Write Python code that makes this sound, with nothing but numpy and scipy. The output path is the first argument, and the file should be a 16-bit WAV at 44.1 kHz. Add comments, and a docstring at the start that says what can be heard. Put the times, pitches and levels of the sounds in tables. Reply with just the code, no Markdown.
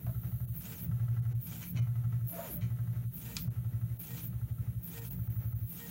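"""Desktop 3D printer filling small patches

Six quick zigzag strokes per patch shake the frame and table, then the head glides to the next patch.
The motors whine with their speed, the bed growls once, and the bearings rush along the rods and clack.
The motor drivers hiss high up, the hiss sweeping down as a motor speeds up.
A small fan runs throughout. Sines make the tones; shaped noise makes the rush, rattle and hiss."""
import sys
import numpy as np
from scipy import signal
from scipy.fft import rfft, irfft, next_fast_len
from scipy.io import wavfile
from scipy.ndimage import map_coordinates

SR = 44100
rng = np.random.default_rng(int(sys.argv[2]) if len(sys.argv) > 2 else 0)


def transcribe(u):
    """Save the signal u as a 16-bit wav file named by the first command-line argument.

    u: samples, shape (n,) or (channels, n), limited to [-1, 1]; the rate is SR.
    q: integer samples, one column per channel.
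    """
    v = np.clip(np.atleast_2d(u).T, -1, 1)
    q = np.round(v * 32767).astype(np.int16)
    wavfile.write(sys.argv[1], SR, q)


N = 260278
T = np.arange(N) / SR  # time of every sample [s]
TOP_HZ = 15830  # upper band limit

# fan tones: (pitch [Hz], level [dB])
FAN_TONES = [(172, -56.5), (612, -80.5)]
# colour of the fan's rushing air: (frequency [Hz], level [dB])
FAN_AIR = [(130, 0), (220, 1.5), (324, -2), (372, -5), (445, -8), (512, -10), (675, -12), (713, -27),
           (764, -11), (1170, -20.5), (1310, -16), (1500, -16.5), (2010, -16.5), (4810, -31.5),
           (6000, -25.5), (7800, -35), (13200, -120)]
# colour of the motor drivers' holding hiss: (frequency [Hz], level [dB])
HOLDING_HISS = [(2650, -19), (4500, -20.5), (4790, -38), (5520, -27), (7300, -17.5), (7850, -25),
                (8630, -13), (10300, -13), (11900, -6), (12300, -4), (13900, -2.5), (15100, -2.5),
                (15800, 1)]
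# spells when the hiss gathers in a band: (start [s], end [s], centre [Hz], width [Hz], level [dB])
HISS_BANDS = [(0, 0.568, 12430, 490, -58), (0, .56, 15200, 700, -57), (2.281, 2.331, 12200, 1900, -45.5),
              (2.316, 2.52, 12050, 1900, -53), (2.503, 2.551, 12200, 1900, -45.5),
              (5.149, 5.675, 13300, 598, -60), (5.141, 5.68, 15300, 1130, -54.5)]
# what the motor case lets out: (frequency [Hz], level [dB])
MOTOR_CASE = [(3000, -41), (7000, -48), (8500, -16.5), (10500, -8), (12500, 3), (13800, 0.5), (15000, 6.5),
              (16000, 9)]
# two brief high tones: (pitch [Hz], level [dB], time to fade by 60 dB [s])
HIGH_TONES = [(2121, -54, 0.26), (2990, -52, 0.2)]
HIGH_TONES_S = 1.775
# loose bearings buzzing: (start [s], length [s], level [dB])
BUZZES = [(0.717, 0.011, -51), (1.618, 0.02, -47), (1.755, 0.023, -47.5), (2.605, 0.032, -54),
          (4.169, 0.0065, -42.5)]
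# colour of the bearing buzz: (frequency [Hz], level [dB])
BUZZ_COLOUR = [(900, -3.5), (1800, -2.5), (2400, 7.5), (2750, -10), (3000, 6), (3400, -8), (4300, 0.5),
               (5000, -15), (6000, 0.5), (6700, -1), (7800, -19), (11000, -11), (15000, -50)]
# sharp clacks of the carriage: (time [s], level [dB])
CLACKS = [(3.3671, -27)]
# ringing of the carriage's steel: (pitch [Hz], level [dB], time to fade by 60 dB [s])
CARRIAGE_MODES = [(1374, -24, 0.1), (2422, -11, 0.032), (3340, -9.5, 0.025), (4190, -16, .06),
                  (4730, -6, 0.015), (4920, -1, 0.014), (6477, -8, 0.016), (6700, -7, .016),
                  (7230, -8, .018), (9400, -8.5, .015)]
# the bed's one long move: (time [s], step rate [Hz])
BED_MOVE = [(2.272, 1), (2.395, 570), (2.42, 624), (2.45, 576.5), (2.49, 400.5), (2.53, 282.5), (2.62, 92),
            (2.63, 4)]
# tones ringing in the bed: (start [s], end [s], pitch [Hz], level [dB])
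BED_RINGS = [(2.31, 2.37, 920, -69), (2.325, 2.43, 672, -48.5), (2.38, 2.405, 672, -45.5),
             (2.365, 2.46, 935, -53.5), (2.505, 2.6, 598, -56.5)]
# dull knocks of the bed plate: (time [s], level [dB])
BED_KNOCKS = [(0.066, -48), (.091, -55.5), (1.776, -56)]
# resonances of the bed plate: (centre [Hz], width [Hz], level [dB])
BED_PLATE = [(606, 79, 1), (658, 25, 9.5), (704, 93, -4), (1010, 100, -6), (1290, 270, -9)]
# low resonances of the table: (centre [Hz], width [Hz], level [dB])
TABLE_MODES = [(62, 4, -10), (77.7, 6.3, -13), (116.3, 10.04, 0), (171.4, 12.55, 0), (198, 17.9, -9.5),
               (227.3, 23.4, -13)]
# carriage resonances that colour the belt's rasp: (centre [Hz], width [Hz], level [dB])
BELT_MODES = [(706, 190, -2.5), (1333, 74, 3), (1630, 79, -4.5), (1980, 92, -4.5), (2900, 490, -17),
              (6460, 1000, -20)]
# glides of the head: (start [s], length [s], top step rate [Hz], whine [dB], bearings [dB],
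# driver hiss [dB], belt drone [dB], table rumble [dB])
GLIDES = [(0.52, 0.37, 460, -67.5, -54.5, -50.5, -49, -46),
          (1.379, 0.37, 463.6, -77, -54.5, -51, -45.5, -45),
          (2.237, 0.37, 445.3, -84, -56.5, -49.5, -51, -51.5),
          (3.103, 0.37, 465.7, -66.5, -54.5, -51, -43.5, -45.5),
          (3.95, 0.36, 473, -63.5, -53.5, -50, -47.5, -48.5),
          (4.798, 0.37, 464, -59.5, -55, -50.5, -55, -47), (5.65, 0.35, 468.7, -62.5, -55, -50, -48.5, -52)]
# ringing of the head motor's mount: (centre [Hz], width [Hz], level [dB])
MOTOR_MOUNT = [(463, 14, 7.5), (928, 20, -3.5), (1874, 19, 6.5)]
# resonances of the gantry that carries the head: (centre [Hz], width [Hz], level [dB])
GANTRY_MODES = [(125, 21, -1.5), (177, 18, 4), (207, 31, -5), (248, 26, -5)]
# colour of bearings rolling on the rods: (frequency [Hz], level [dB])
ROLLING_COLOUR = [(180, -44), (300, 6), (354, -24), (471, -6), (524, -8), (929, -6), (1110, -15),
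                  (1310, -6.5), (1750, -6.5), (1830, -16), (2000, -8.5), (2920, -6), (4950, -13),
                  (6300, -8.5), (11000, -13), (14300, -7), (22000, -120)]
# zigzag patches: (first reversal [s], swing level [dB], swing length [s], swing pitch [Hz],
# extra level of the first swing [dB], sway [dB], belt tick [dB], table rumble [dB], holding hiss [dB])
PATCHES = [(.065, -30, 0.034, 118, 2.5, -39.5, -52.5, -46, -51.5),
           (.913, -27, 0.055, 117, -1, -42.5, -50.5, -50, -55),
           (1.786, -28, 0.058, 118.6, 3, -43, -50, -49.5, -55),
           (2.619, -29.5, 0.049, 116.8, 2, -46.5, -51, -47, -54),
           (3.476, -29.5, .035, 113.5, -6, -42, -53.5, -45.5, -54),
           (4.329, -29, 0.025, 114, -5, -38.5, -56.5, -47.5, -53.5),
           (5.187, -29.5, .04, 111, -2, -39.5, -55, -49, -55.5)]
STROKE_S, STROKE_COUNT = 0.0843, 6  # seconds from one reversal to the next; reversals in a patch
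SWING_LAG_S, LAG_PER_LENGTH = 0.017, 0.31  # a swing peaks after its reversal, a long one later
LAST_SWING_DB, LAST_TICK_DB = -1.5, -8.5  # the last stroke of a patch is gentler
# single jolts of the frame: (middle [s], length [s], level [dB], pitch at the middle [Hz])
JOLTS = [(0.055, 0.017, -28.5, 116), (0.896, 0.014, -28, 126), (1.762, .024, -29.5, 121),
         (3.485, 0.016, -29, 117), (4.148, 0.04, -34.5, 120.9), (4.326, 0.019, -38, 114),
         (5.042, 0.12, -35.5, 118.5)]
# brief dips of the treble: (time [s], depth [dB])
TREBLE_DIPS = [(0.465, -11.5), (1.212, -13), (1.34, -16), (1.81, -10.5), (3.494, -21), (3.984, -12),
               (5.01, -6), (5.097, -11), (5.289, -11.5), (5.544, -11)]


def amp(db):
    """Turn decibels into a gain."""
    return 10 ** (np.asarray(db) / 20)


def unit(x):
    """Scale a sound to an average (rms) strength of 1."""
    return x / np.sqrt(np.mean(x ** 2) + 1e-20)


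def wobble(rate):
    """A smooth random curve with this many random points a second."""
    points = rng.standard_normal(int(N * rate / SR) + 4)
    return map_coordinates(points, [T * rate])


def filtered(x, response):
    """Multiply the spectrum of x by a response that depends on frequency."""
    size = next_fast_len(N + SR // 2)
    spectrum = rfft(x, size) * response(np.fft.rfftfreq(size, 1 / SR))
    return irfft(spectrum, size)[:N]


def colour(points):
    """A response drawn through (frequency, dB) points on a log frequency axis."""
    f, db = np.transpose(points)
    return lambda hz: amp(np.interp(np.log(hz + 1), np.log(f), db, left=-120))


def body(modes):
    """Response of a solid object: a sum of resonances with alternating signs."""
    def response(f):
        total = 0
        for k, (centre, width, db) in enumerate(modes):
            peak = 1j * f * width / (centre * centre - f * f + 1j * f * width)
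            total = total + (-1) ** k * amp(db) * peak
        return total
    return response


def noise(response):
    """Random noise of rms 1, shaped by the response."""
    return unit(filtered(rng.standard_normal(N), response))


def gate(start, end, edge):
    """Rise after the start, stay at 1 and fall after the end; each edge lasts edge seconds."""
    return np.clip((T - start) / edge, 0, 1) * np.clip((end - T) / edge + 1, 0, 1)


def cycle(hz):
    """Add up a changing frequency into a running phase."""
    return 2 * np.pi * np.cumsum(hz) / SR


def echoes(x, wet_db=-3, t60=0.098):
    """Close reflections: a dense random tail that fades by 60 dB in t60 seconds."""
    t = np.arange(SR // 5) / SR
    tail = rng.standard_normal(len(t)) * amp(-60 * t / t60)
    reflected = signal.fftconvolve(x, tail / np.linalg.norm(tail))[:N]
    return (x + amp(wet_db) * reflected) / np.hypot(1, amp(wet_db))


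def reversals(first):
    """Times at which the head turns round in one patch."""
    return first + STROKE_S * np.arange(STROKE_COUNT)


def fan(air_db=-63):
    """Air rushes past the blades as noise, with slightly unsteady tones."""
    tones = np.zeros(N)
    for hz, db in FAN_TONES:
        level = amp(db + 3.8 * wobble(8)) * np.sqrt(2)
        tones += level * np.sin(cycle(hz * (1 + 0.0049 * wobble(9.9))))
    return tones + amp(air_db + 3.3 * wobble(24.93)) * noise(colour(FAN_AIR))


def drivers(bed_moving_db=-9):
    """Chopped holding current hisses in the motor coils, at times in bands; less while the bed moves."""
    patch_middles = [p[0] + STROKE_S * STROKE_COUNT / 2 for p in PATCHES]
    hold_db = np.interp(T, patch_middles, [p[-1] for p in PATCHES])
    bed_hz = np.interp(T, *np.transpose(BED_MOVE))
    out = amp(hold_db + bed_moving_db * bed_hz / bed_hz.max()) * noise(colour(HOLDING_HISS))
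    for start, end, hz, width_hz, db in HISS_BANDS:
        band = noise(lambda f: 1 / (1 + (2 * (f - hz) / width_hz) ** 2))
        out += amp(db) * gate(start, end, 0.0035) * band
    return out


def high_tones():
    """Two brief high tones that fade away, made of sines."""
    t = np.maximum(T - HIGH_TONES_S, 0)
    return sum(amp(db - 60 * t / t60) * np.sin(2 * np.pi * hz * t) for hz, db, t60 in HIGH_TONES)


def carriage(buzz_hz=118, crack_db=-12, crack_t60=0.017, tail_db=-18, tail_t60=0.22):
    """Loose bearings chatter at the frame's pitch; a hard knock rings the carriage."""
    chatter = 0.26 + (0.5 + 0.5 * np.sin(2 * np.pi * buzz_hz * T)) ** 3
    level = sum(amp(db) * gate(s, s + length, 0.0067) for s, length, db in BUZZES)
    out = echoes(level * chatter * noise(colour(BUZZ_COLOUR)), wet_db=0.5, t60=0.24)
    for s, db in CLACKS:
        t = np.maximum(T - s, 0)
        # the steel rings briefly; the plastic parts rustle on
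        ring = sum(amp(mode_db - 60 * t / t60) * np.sin(2 * np.pi * hz * t)
                   for hz, mode_db, t60 in CARRIAGE_MODES)
        crack = amp(crack_db - 60 * t / crack_t60) + amp(tail_db - 60 * t / tail_t60)
        bright = noise(colour([(900, -5), (2300, -4), (4600, 2), (7000, -3), (10000, -10), (15000, -24)]))
        out += amp(db) * (1 - np.exp(-t / 0.0002)) * (ring + crack * bright)
    return out


def bed(motor_db=-54, overtone_db=-7, rattle_db=-51, plate_db=-52, knock_t60=0.13):
    """The bed's motor rises and falls in pitch once, and the big plate rattles and rings."""
    step_hz = np.interp(T, *np.transpose(BED_MOVE))
    moving = gate(BED_MOVE[0][0], BED_MOVE[-1][0], 0.01)
    speed = np.clip(step_hz / step_hz.max(), 0, 1) * moving
    # the heavy bed shudders on its belt, which roughens the tone
    step = cycle(step_hz) + 1.0 * wobble(160)
    tone = speed ** 0.091 * np.sin(step) + amp(overtone_db) * speed ** 2 * np.sin(2 * step)
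    motor = amp(motor_db + 6.1 * wobble(90)) * tone
    rattle_colour = colour([(60, -8), (120, -20), (230, 3.5), (400, -24), (600, 4.5), (800, -13),
                            (1200, -11), (1700, -11.5), (3500, -21.0), (7000, -38)])
    rattle = amp(rattle_db) * speed * noise(rattle_colour)
    rings = sum(amp(db + wobble(54)) * gate(start, end, 0.013) * np.sin(2 * np.pi * hz * T)
                for start, end, hz, db in BED_RINGS)
    knocks = sum(amp(db - 60 * np.maximum(T - s, 0) / knock_t60) * (T > s) for s, db in BED_KNOCKS)
    plate = (knocks + amp(plate_db) * speed ** 3) * noise(body(BED_PLATE))
    return motor + rattle + rings + plate


def table(landing_db=-42, landing_width=0.058):
    """The table's low resonances rumble under strokes and glides, and as the head lands on a patch."""
    power = sum(amp(db) ** 2 * gate(start, start + length, 0.055) for start, length, *_, db in GLIDES)
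    for first, *_, rumble_db, _ in PATCHES:
        power += amp(rumble_db) ** 2 * gate(first, reversals(first)[-1], 0.021)
        power += amp(landing_db) ** 2 * np.exp(-((T - first + landing_width / 2) / landing_width) ** 2)
    skirt = colour([(20, -9), (45, -23), (60, 2), (230, -10), (330, -4), (600, -0.5), (2000, -74)])
    return np.sqrt(power) * noise(lambda hz: body(TABLE_MODES)(hz) * skirt(hz))


def sway(sway_hz=69, lag=0.036, width=0.019):
    """The table rocks under each stroke, at a lower pitch than the frame."""
    out = np.zeros(N)
    t = np.arange(-SR // 10, SR // 10) / SR
    for first, _, _, _, _, db, *_ in PATCHES:
        for s in reversals(first):
            swell = amp(db) * np.exp(-(t / width) ** 2)
            rock = swell * np.sin(2 * np.pi * (sway_hz * t + rng.random()))
            out += np.interp(T, s + lag + t, rock, left=0, right=0)
    return out


def belt(rise=0.0035, t60=0.069, level_db=-3.5, lead=0.0017, rub_db=-20, scatter_db=0.5):
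    """The belt rubs softly through a patch and rasps each time it takes up the load."""
    envelope = np.zeros(N)
    for first, *_, tick_db, _, _ in PATCHES:
        envelope += amp(tick_db + rub_db) * gate(first - STROKE_S / 2, reversals(first)[-1], 0.011)
        extra = np.r_[np.zeros(STROKE_COUNT - 1), LAST_TICK_DB]
        extra = extra + scatter_db * rng.standard_normal(STROKE_COUNT)
        for s, extra_db in zip(reversals(first), extra):
            near = abs(T - s) < 0.2
            t = np.maximum(T[near] - s + lead, 0)
            fade = amp(tick_db + extra_db + level_db - 60 * t / t60)
            envelope[near] += fade * (1 - np.exp(-t / rise))
    return envelope * noise(lambda hz: body(BELT_MODES)(hz) / (1 + (hz / 7000) ** 4))


def glides(ramp=0.145, chopper_hz=19700, spread_hz=1100, bearing_power=1.22, tooth=0.3, whine_power=4,
           zip_db=-54):
    """Each glide speeds up evenly, cruises and brakes; its sounds follow its speed."""
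    speed, step_hz, whine, bearing, driver, drone = np.zeros((6, N))
    for start, length, top_hz, whine_db, bearing_db, driver_db, drone_db, _ in GLIDES:
        v = np.clip(np.minimum(T - start, start + length - T) / ramp, 0, 1)
        speed += v
        step_hz += top_hz * v
        whine += amp(whine_db) * v ** whine_power
        bearing += amp(bearing_db) * v ** bearing_power
        driver += amp(driver_db) * np.clip((v - 0.06) / 0.23, 0, 1)
        drone += amp(drone_db) * np.sqrt(v)
    step = cycle(step_hz * (1 + 0.0033 * wobble(60)))
    # uneven motor force at the step rate and its octaves rings the motor mount
    ripple = sum(amp(0.81 * wobble(30)) * np.sin(2 ** k * step) for k in range(3))
    tones = filtered(whine * ripple, body(MOTOR_MOUNT))
    # steps, coil currents and belt teeth sweep through the gantry's resonances
    pushes = sum(np.sin(step / 2 ** k + 0.42 * wobble(60)) for k in range(4)) * amp(0.51 * wobble(40))
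    hum = filtered(drone * pushes, lambda hz: body(GANTRY_MODES)(hz) + amp(-17) / (1 + (hz / 310) ** 8))
    # the sixteen microsteps of each step sweep through a resonance of the motor
    microsteps = np.sin(2 ** 4 * step + 1.05 * wobble(700)) * speed ** 2
    zip_tone = amp(zip_db) * filtered(microsteps, body([(6240, 710, 0)]))
    # balls roll along the rods, pulsing with the belt teeth
    tooth_pulse = 1 + tooth * np.sin(step / 2 ** 2)
    rolling = bearing * noise(colour(ROLLING_COLOUR)) * amp(2.7 * wobble(70)) * tooth_pulse
    # the unsteady current chopper has side tones that move down as the steps get faster
    sidebands = np.zeros(N)
    for k, db in [(2 ** 5, 5), (2 ** 4, -8)]:
        sidebands += amp(db) * np.sin(cycle(chopper_hz - k * step_hz + spread_hz * wobble(2500)))
    steady = noise(lambda hz: colour(MOTOR_CASE)(hz) * (hz < TOP_HZ))
    hiss = driver * (filtered(sidebands, colour(MOTOR_CASE)) + amp(-0.5) * steady)
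    return tones + hum + echoes(zip_tone + rolling + hiss)


def swing(middle, length, db, hz, ring_hz=118, chirp=0.11, attack_power=5, release_power=2.05,
          ring_db=-17, ring_t60=0.43):
    """A jerk sets the frame swinging for a few cycles; it rings on at its own pitch."""
    out = np.zeros(N)
    near = abs(T - middle) < 0.25
    t = T[near] - middle
    power = np.where(t < 0, attack_power, release_power)
    swell = np.exp(-0.6 * abs(2 * t / length) ** power)
    tail = amp(ring_db - 60 * np.maximum(t, 0) / ring_t60) * np.clip(t / length + 0.5, 0, 1)
    ring = 2 * np.pi * ring_hz * T[near]
    # the driven swing slides upward throughout and passes pitch hz at its middle
    drive = 2 * np.pi * ((hz - ring_hz) * t + chirp * hz * t * t / (2 * length))
    out[near] = amp(db) * (swell * np.sin(ring + drive) + (1 - swell) * tail * np.sin(ring))
    return out


def frame():
    """The frame swings after every reversal, and now and then in a single jolt."""
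    out = sum(swing(*jolt) for jolt in JOLTS)
    for first, db, length, hz, first_db, *_ in PATCHES:
        accents = np.r_[first_db, np.zeros(STROKE_COUNT - 2), LAST_SWING_DB]
        lag = SWING_LAG_S + LAG_PER_LENGTH * length
        for s, extra_db in zip(reversals(first), accents):
            out += swing(s + lag, length, db + extra_db, hz)
    return filtered(out, lambda hz: 1 / (1 + (hz / 230) ** 8))


def scene():
    """Add up the whole printer, heard from close by."""
    background = fan() + echoes(drivers())
    parts = high_tones() + carriage() + bed() + table() + sway()
    head = belt() + glides() + frame()
    return (background + parts + head)[None]


def record(dry, dip_length=0.018):
    """The treble dips briefly now and then; nothing is kept above the band limit."""
    dip_db = sum(db * np.exp(-(2 * (T - s) / dip_length) ** 4) for s, db in TREBLE_DIPS)
    treble = filtered(dry[0], lambda hz: 1 - 1 / (1 + (hz / 1100) ** 6))
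    return filtered(dry[0] + (amp(dip_db) - 1) * treble, lambda hz: hz < TOP_HZ)[None]


dry = scene()
out = record(dry)
transcribe(out)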